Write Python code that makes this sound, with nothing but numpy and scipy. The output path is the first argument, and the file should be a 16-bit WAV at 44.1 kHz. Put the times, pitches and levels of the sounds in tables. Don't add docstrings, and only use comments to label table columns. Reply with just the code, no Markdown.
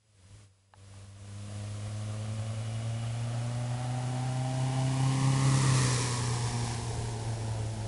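import sys
import numpy as np
from scipy import signal
from scipy.fft import rfft, irfft, next_fast_len
from scipy.io import wavfile
from scipy.ndimage import uniform_filter1d

SR = 44100
rng = np.random.default_rng(int(sys.argv[2]) if len(sys.argv) > 2 else 0)


def pcm_store(signal):
    levels = np.round(np.clip(np.atleast_2d(signal), -1, 1) * 32767)
    wavfile.write(sys.argv[1], SR, levels.astype(np.int16).T)


N = 347067
T = np.arange(N) / SR

PASS_S, SPEED_M_S, MIC_DISTANCE_M = 5.9, 17, 5.1
BEND_DB, BEND_CLEAR_S = -8.5, 2.1

# time_s, firing_hz
ENGINE_NOTE = [(0.55, 96.5), (1.0, 98.8), (1.8, 104.1), (2.6, 110.9), (3.0, 114.5), (3.8, 122.7),
               (4.6, 129.3), (5.2, 133.0), (5.4, 134.2), (5.65, 132.4), (5.8, 128.1), (5.98, 122.5),
               (6.4, 119.6), (7.0, 115.0), (7.87, 108.3)]
PART_LEVELS = { "firing": (5.6, -25.8, 9.2, 10), "octave": (5.35, -36.5, 12.8, 16.5),
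               "third": (5.35, -47, 12.5, 4), "lumpy": (5.65, -38.2, 20, 26), "gas": (5.6, -39, 10.8, 10.3),
               "harmonics": (5.45, -35, 11.5, 13), "fifth": (5.0, -52.5, 4.8, 2.5),
               "gears": (4.8, -54.5, 15.5, 1), "burble": (5.7, -44.8, 30, -.5),
               "tyres": (5.83, -32.3, 23.3, 23.5), "valves": (5.3, -51, 13, 36),
               "crankcase": (5.8, -40, 24, 34), "chain": (5.9, -43.5, 50, 29), "growl": (5.92, -43, 31, 11),
               }
PART_SWELLS = { "firing": [(3.15, .45, 1.5), (5.75, .13, 1.5), (6.15, .3, -1.3), (6.95, .3, -3)],
               "octave": [(.3, .5, -4), (1.55, .3, 4), (5.85, .2, -3)], "third": [(1.4, 1.0, 8.5),
               (3.3, .7, -2), (6.2, .4, -4)], "lumpy": [(5.65, .2, 2.5)], "harmonics": [(4.1, .8, 1.3),
               (5.6, .2, 1), (6.45, .35, 4.3)], "gas": [(3.7, .7, 1.2), (6.55, .35, 1.5)],
               "fifth": [(3.7, .25, 8), (4.62, .3, 9), (6.5, .45, -12)], "gears": [(4.0, .8, 15.5),
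               (6.4, .4, -7)], "valves": [(2.85, .55, 7), (4.9, .4, 2)], "crankcase": [(3.7, .4, 3.5),
               (4.7, .3, -4), (6.5, .2, 2.5)], "chain": [(6.65, .2, 4)], "tyres": [(6.7, .3, 1.8)],
               "growl": [(6.55, .2, -5), (6.95, .15, 4)], "echo": [(2.42, .28, 13)],
               "burble": [(5.45, .12, 4), (6.25, .2, -4), (6.5, .03, 8), (6.98, .09, 5), (7.69, .09, 2)],
               "rumble": [(.32, .1, 5)], }
LUMPY_QUARTERS = [2, 3, 5, 6, 7, 9, 10, 11]
LUMPY_DB = [-19, 2, 1.5, 1, -11.5, -1, -10.5, -16.5]
PIPE_HARMONICS = [4, 6, 7, 8, 9, 10, 11]
PIPE_HARMONICS_DB = [-13, -17, -18, -16, -20.5, -21, -24]
# frequency_hz, level_db
RASP_SPECTRUM = [(120, -5.5), (250, 2.5), (450, -1), (700, -1.5), (1000, -2), (1400, -9), (2000, -15.5),
                 (3000, -17), (5000, -23), (10000, -39)]
BURBLE_SPECTRUM = [(15, -22), (35, 0), (55, -2.5), (82, 4), (125, -5.5), (165, -7.5), (350, -22.5),
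                   (1000, -53)]
TYRE_SPECTRUM = [(300, -13), (1300, -5), (2400, -7.5), (3300, -4.5), (4500, -2), (5800, -2.5), (7200, -2.5),
                 (10500, -4.5)]
AIR_SPECTRUM = [(100, 0), (500, 1), (1500, -0.46), (3000, 0.75), (4200, -0.5), (7000, -1), (10500, -1.7)]
# pitch_hz, width_hz, level_db
VALVE_MODES = [(2779, 220, -2.5), (2240, 560, -6.5), (3196, 550, -10.5)]
CRANKCASE_MODES = [(1835, 540, 4.5), (1073, 220, 6), (2520, 400, -9)]
CHAIN_MODES = [(5750, 970, 2), (7650, 420, -16), (2380, 430, 2), (4020, 355, -12)]
PIPE_MOUTH_MODES = [(447, 170, 17), (364, 150, -11)]
# multiple_of_first_dip, gain_db
BOUNCE_COLOUR = [(.3, 2), (.65, -4.5), (.85, -3.5), (1.03, -10.5), (1.25, 2), (1.55, 3.5), (1.85, 2),
                 (2.15, -6), (2.35, -11), (2.8, 0.5), (3.3, 2), (4.2, 0), (4.9, 0.5), (6, 0.5)]
# start_s, level_db
CLICK_HITS = [(0.737, -44), (.939, -52)]
# pitch_hz, level_db, t60_s
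CLICK_RING = [(600, -11, 0.025), (860, -1.5, 0.035), (1030, -5, 0.018), (1310, -10, 0.03), (1570, -7, .022),
              (1800, -10, .02), (2900, -9, 0.0089), (3900, -11, 0.0089)]
# pitch_hz; level_db, share_of_fade
CAMERA_WHINE_HZ = [4942, 7860, 9884, 10715]
CAMERA_WHINE_LEVELS = [(-78, 0.4), (-80, .4), (-69, 0.9), (-70.5, 0.85)]
# time_s, gain_db
OPENING_FADE = [(0, -28), (.2, -15.5), (.35, -9.5), (.44, -11), (.49, -22), (.72, -25), (.78, -12.5),
                (.98, -6.5), (1.13, -10.5), (1.29, -5), (1.58, -.5)]
# time_s, half_length_s, change_hz
OPENING_WOBBLE = [(.06, .08, 13), (.22, .04, -5), (.38, .07, 9)]


def exhaust_boom(turns):
    wake = wake_jitter()
    echo = undb(-24) * swell(PART_SWELLS["echo"]) * tone(.902 * turns, flutter_db=1.5, smear=.2, rate_hz=6)
    throb_s, throb_hz = 5.06, 4.5
    throb_db = humps([(throb_s, .8, 1.8)]) * np.cos(2 * np.pi * throb_hz * (T - throb_s))
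    firing = tone(turns, flutter_db=.7 * wake, smear=.05 * wake, rate_hz=26)
    first = passing("firing") * undb(throb_db) * (firing + echo)
    second = passing("octave") * tone(2 * turns, flutter_db=1.3 * wake, smear=.1 * wake, rate_hz=16)
    third = road_bounce(passing("third") * tone(3 * turns, flutter_db=1, smear=.15 * wake, rate_hz=4.4))
    lumpy = sum(undb(db) * tone(quarters * turns / 4, flutter_db=3, smear=.64 * wake, rate_hz=12)
                for quarters, db in zip(LUMPY_QUARTERS, LUMPY_DB))
    return first + second + third + passing("lumpy") * unit(lumpy)


def exhaust_rasp(turns):
    wake = wake_jitter()
    puffs = 1 + .23 * np.cos(2 * np.pi * turns) + .15 * np.cos(np.pi * turns / 2)
    gas = unit(noise(RASP_SPECTRUM) * puffs * undb(wander(30)))
    harmonics = sum(undb(db) * tone(k * turns + rng.random(), flutter_db=1.5, smear=.54 * wake, rate_hz=20)
                    for k, db in zip(PIPE_HARMONICS, PIPE_HARMONICS_DB))
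    return passing("gas") * gas + passing("harmonics") * harmonics


def exhaust_burble():
    return passing("burble") * noise(BURBLE_SPECTRUM)


def gear_whine(turns):
    wake = wake_jitter()
    fifth = tone(5 * turns, flutter_db=1.6, smear=.32 * wake ** 2, rate_hz=28)
    mesh = tone(6.17 * turns, flutter_db=2, smear=.6 * wake, rate_hz=22)
    return passing("fifth") * fifth + passing("gears") * mesh


def hardware(turns):
    valves = ringing(VALVE_MODES) * (1 + .067 * np.cos(np.pi * turns))
    crankcase = ringing(CRANKCASE_MODES) * (1 + .19 * np.cos(2 * np.pi * turns))
    chain = ringing(CHAIN_MODES) * undb(2.3 * wander(21))
    growl = ringing(PIPE_MOUTH_MODES) * (1 + .14 * np.cos(np.pi * turns / 2))
    return (passing("valves") * valves + passing("crankcase") * crankcase
            + passing("chain") * chain + passing("growl") * growl)


def tyres(turns):
    beat = 1 + .11 * np.cos(np.pi * turns) + .12 * np.cos(2 * np.pi * turns)
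    return passing("tyres") * unit(noise(TYRE_SPECTRUM) * beat * undb(.45 * wander(24)))


def tone(turns, flutter_db, smear, rate_hz):
    phase = 2 * np.pi * turns + smear * wander(rate_hz)
    return unit(np.cos(phase) * undb(flutter_db * wander(rate_hz)))


def ringing(modes):
    f = np.geomspace(30, 20000, 600)
    gain = sum(undb(db) / (1 + ((f - hz) / (.58 * width)) ** 2) ** 2 for hz, width, db in modes)
    receding_m_s = SPEED_M_S ** 2 * (T - PASS_S) / (MIC_DISTANCE_M * distance(PASS_S))
    doppler = 343 / (343 + receding_m_s)
    return unit(sliding_filter(rng.standard_normal(N), np.c_[f, 20 * np.log10(gain)], doppler))


def passing(part):
    faces_s, level_db, coming_db, going_db = PART_LEVELS[part]
    loss_db = np.where(T < faces_s, coming_db, going_db) * np.log10(distance(faces_s))
    shadow_db = BEND_DB * np.maximum(1 - T / BEND_CLEAR_S, 0)
    return undb(level_db - loss_db + shadow_db) * swell(PART_SWELLS.get(part, []))


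def distance(nearest_s):
    return np.hypot(1, SPEED_M_S * (T - nearest_s) / MIC_DISTANCE_M)


def wake_jitter(arrival_s=5.8, rise_s=.2):
    return 1 + 1.9 * (1 + np.tanh((T - arrival_s) / rise_s / 2)) / 2


def road_bounce(x, nearest_s=5.7, highest_dip_hz=728):
    exponent = np.where(T < nearest_s, .25, .205)
    return sliding_filter(x, BOUNCE_COLOUR, highest_dip_hz / distance(nearest_s) ** exponent)


def trees(x, t60_s, wet_db, dull_hz):
    t = T[:SR]
    tail = rng.standard_normal(SR) * undb(-60 * t / t60_s) * (1 - np.exp(-t / .014))
    tail /= np.sqrt(np.sum(tail ** 2))
    lowpass = signal.butter(1, dull_hz, fs=SR, output="sos")
    return x + undb(wet_db) * signal.sosfilt(lowpass, signal.fftconvolve(x, tail)[:N])


def clicks():
    out = np.zeros(N)
    for start_s, level_db in CLICK_HITS:
        t = np.maximum(T - start_s, 0)
        for hz, mode_db, t60_s in CLICK_RING:
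            envelope = undb(level_db + mode_db - 60 * np.minimum(t / t60_s, 2)) * (t < .1)
            out += envelope * np.sin(2 * np.pi * hz * t) * rng.choice([-1, 1])
    return out


def roadside_air(hiss_db=-50.3, rumble_db=-53):
    hiss = undb(hiss_db) * noise(AIR_SPECTRUM)
    return hiss + undb(rumble_db) * swell(PART_SWELLS["rumble"]) * noise(BURBLE_SPECTRUM)


def camera_noise(fade_db, hiss_db=-78):
    whine = sum(undb(db + share * fade_db) * unit(np.sin(2 * np.pi * hz * T + .5 * wander(20)))
                for hz, (db, share) in zip(CAMERA_WHINE_HZ, CAMERA_WHINE_LEVELS))
    return whine + undb(hiss_db) * noise(AIR_SPECTRUM)


def undb(db):
    return 10 ** (np.asarray(db) / 20)


def unit(x):
    return x / np.sqrt(np.mean(x ** 2))


def humps(rows):
    return sum(height * np.exp(-((T - s) / half_s) ** 2) for s, half_s, height in rows)


def swell(rows):
    return undb(humps(rows))


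def wander(rate_hz):
    hold = max(int(SR / rate_hz), 2)
    steps = np.repeat(rng.standard_normal(N // hold + 2), hold)
    return unit(uniform_filter1d(uniform_filter1d(steps, hold), hold)[:N])


def spectrum_gain(spectrum, f):
    at, db = np.transpose(spectrum)
    return undb(np.interp(np.log(f + 1e-6), np.log(at), db))


def noise(spectrum):
    size = next_fast_len(N, real=True)
    gain = spectrum_gain(spectrum, np.arange(size // 2 + 1) * SR / size)
    return unit(irfft(rfft(rng.standard_normal(size)) * gain, size)[:N])


def sliding_filter(x, spectrum, stretch):
    f, frame_s, frames = signal.stft(x, SR, nperseg=1024)
    gain = spectrum_gain(spectrum, f[:, None] / np.interp(frame_s, T, stretch))
    return signal.istft(frames * gain, SR, nperseg=1024)[1][:N]


def scene():
    firing_hz = np.interp(T, *np.transpose(ENGINE_NOTE))
    fade_db = np.interp(T, *np.transpose(OPENING_FADE))
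    turns = np.cumsum(firing_hz + humps(OPENING_WOBBLE)) / SR
    bounced = road_bounce(exhaust_rasp(turns) + tyres(turns))
    bike = trees(bounced + gear_whine(turns) + hardware(turns), t60_s=.45, wet_db=-10.5, dull_hz=2460)
    outdoors = exhaust_boom(turns) + exhaust_burble() + bike + roadside_air()
    return (undb(fade_db) * outdoors + camera_noise(fade_db) + clicks())[None]


def record(dry, top_hz=10820):
    return signal.sosfilt(signal.ellip(12, .2, 70, top_hz, fs=SR, output="sos"), dry)


dry = scene()
out = record(dry)
pcm_store(out)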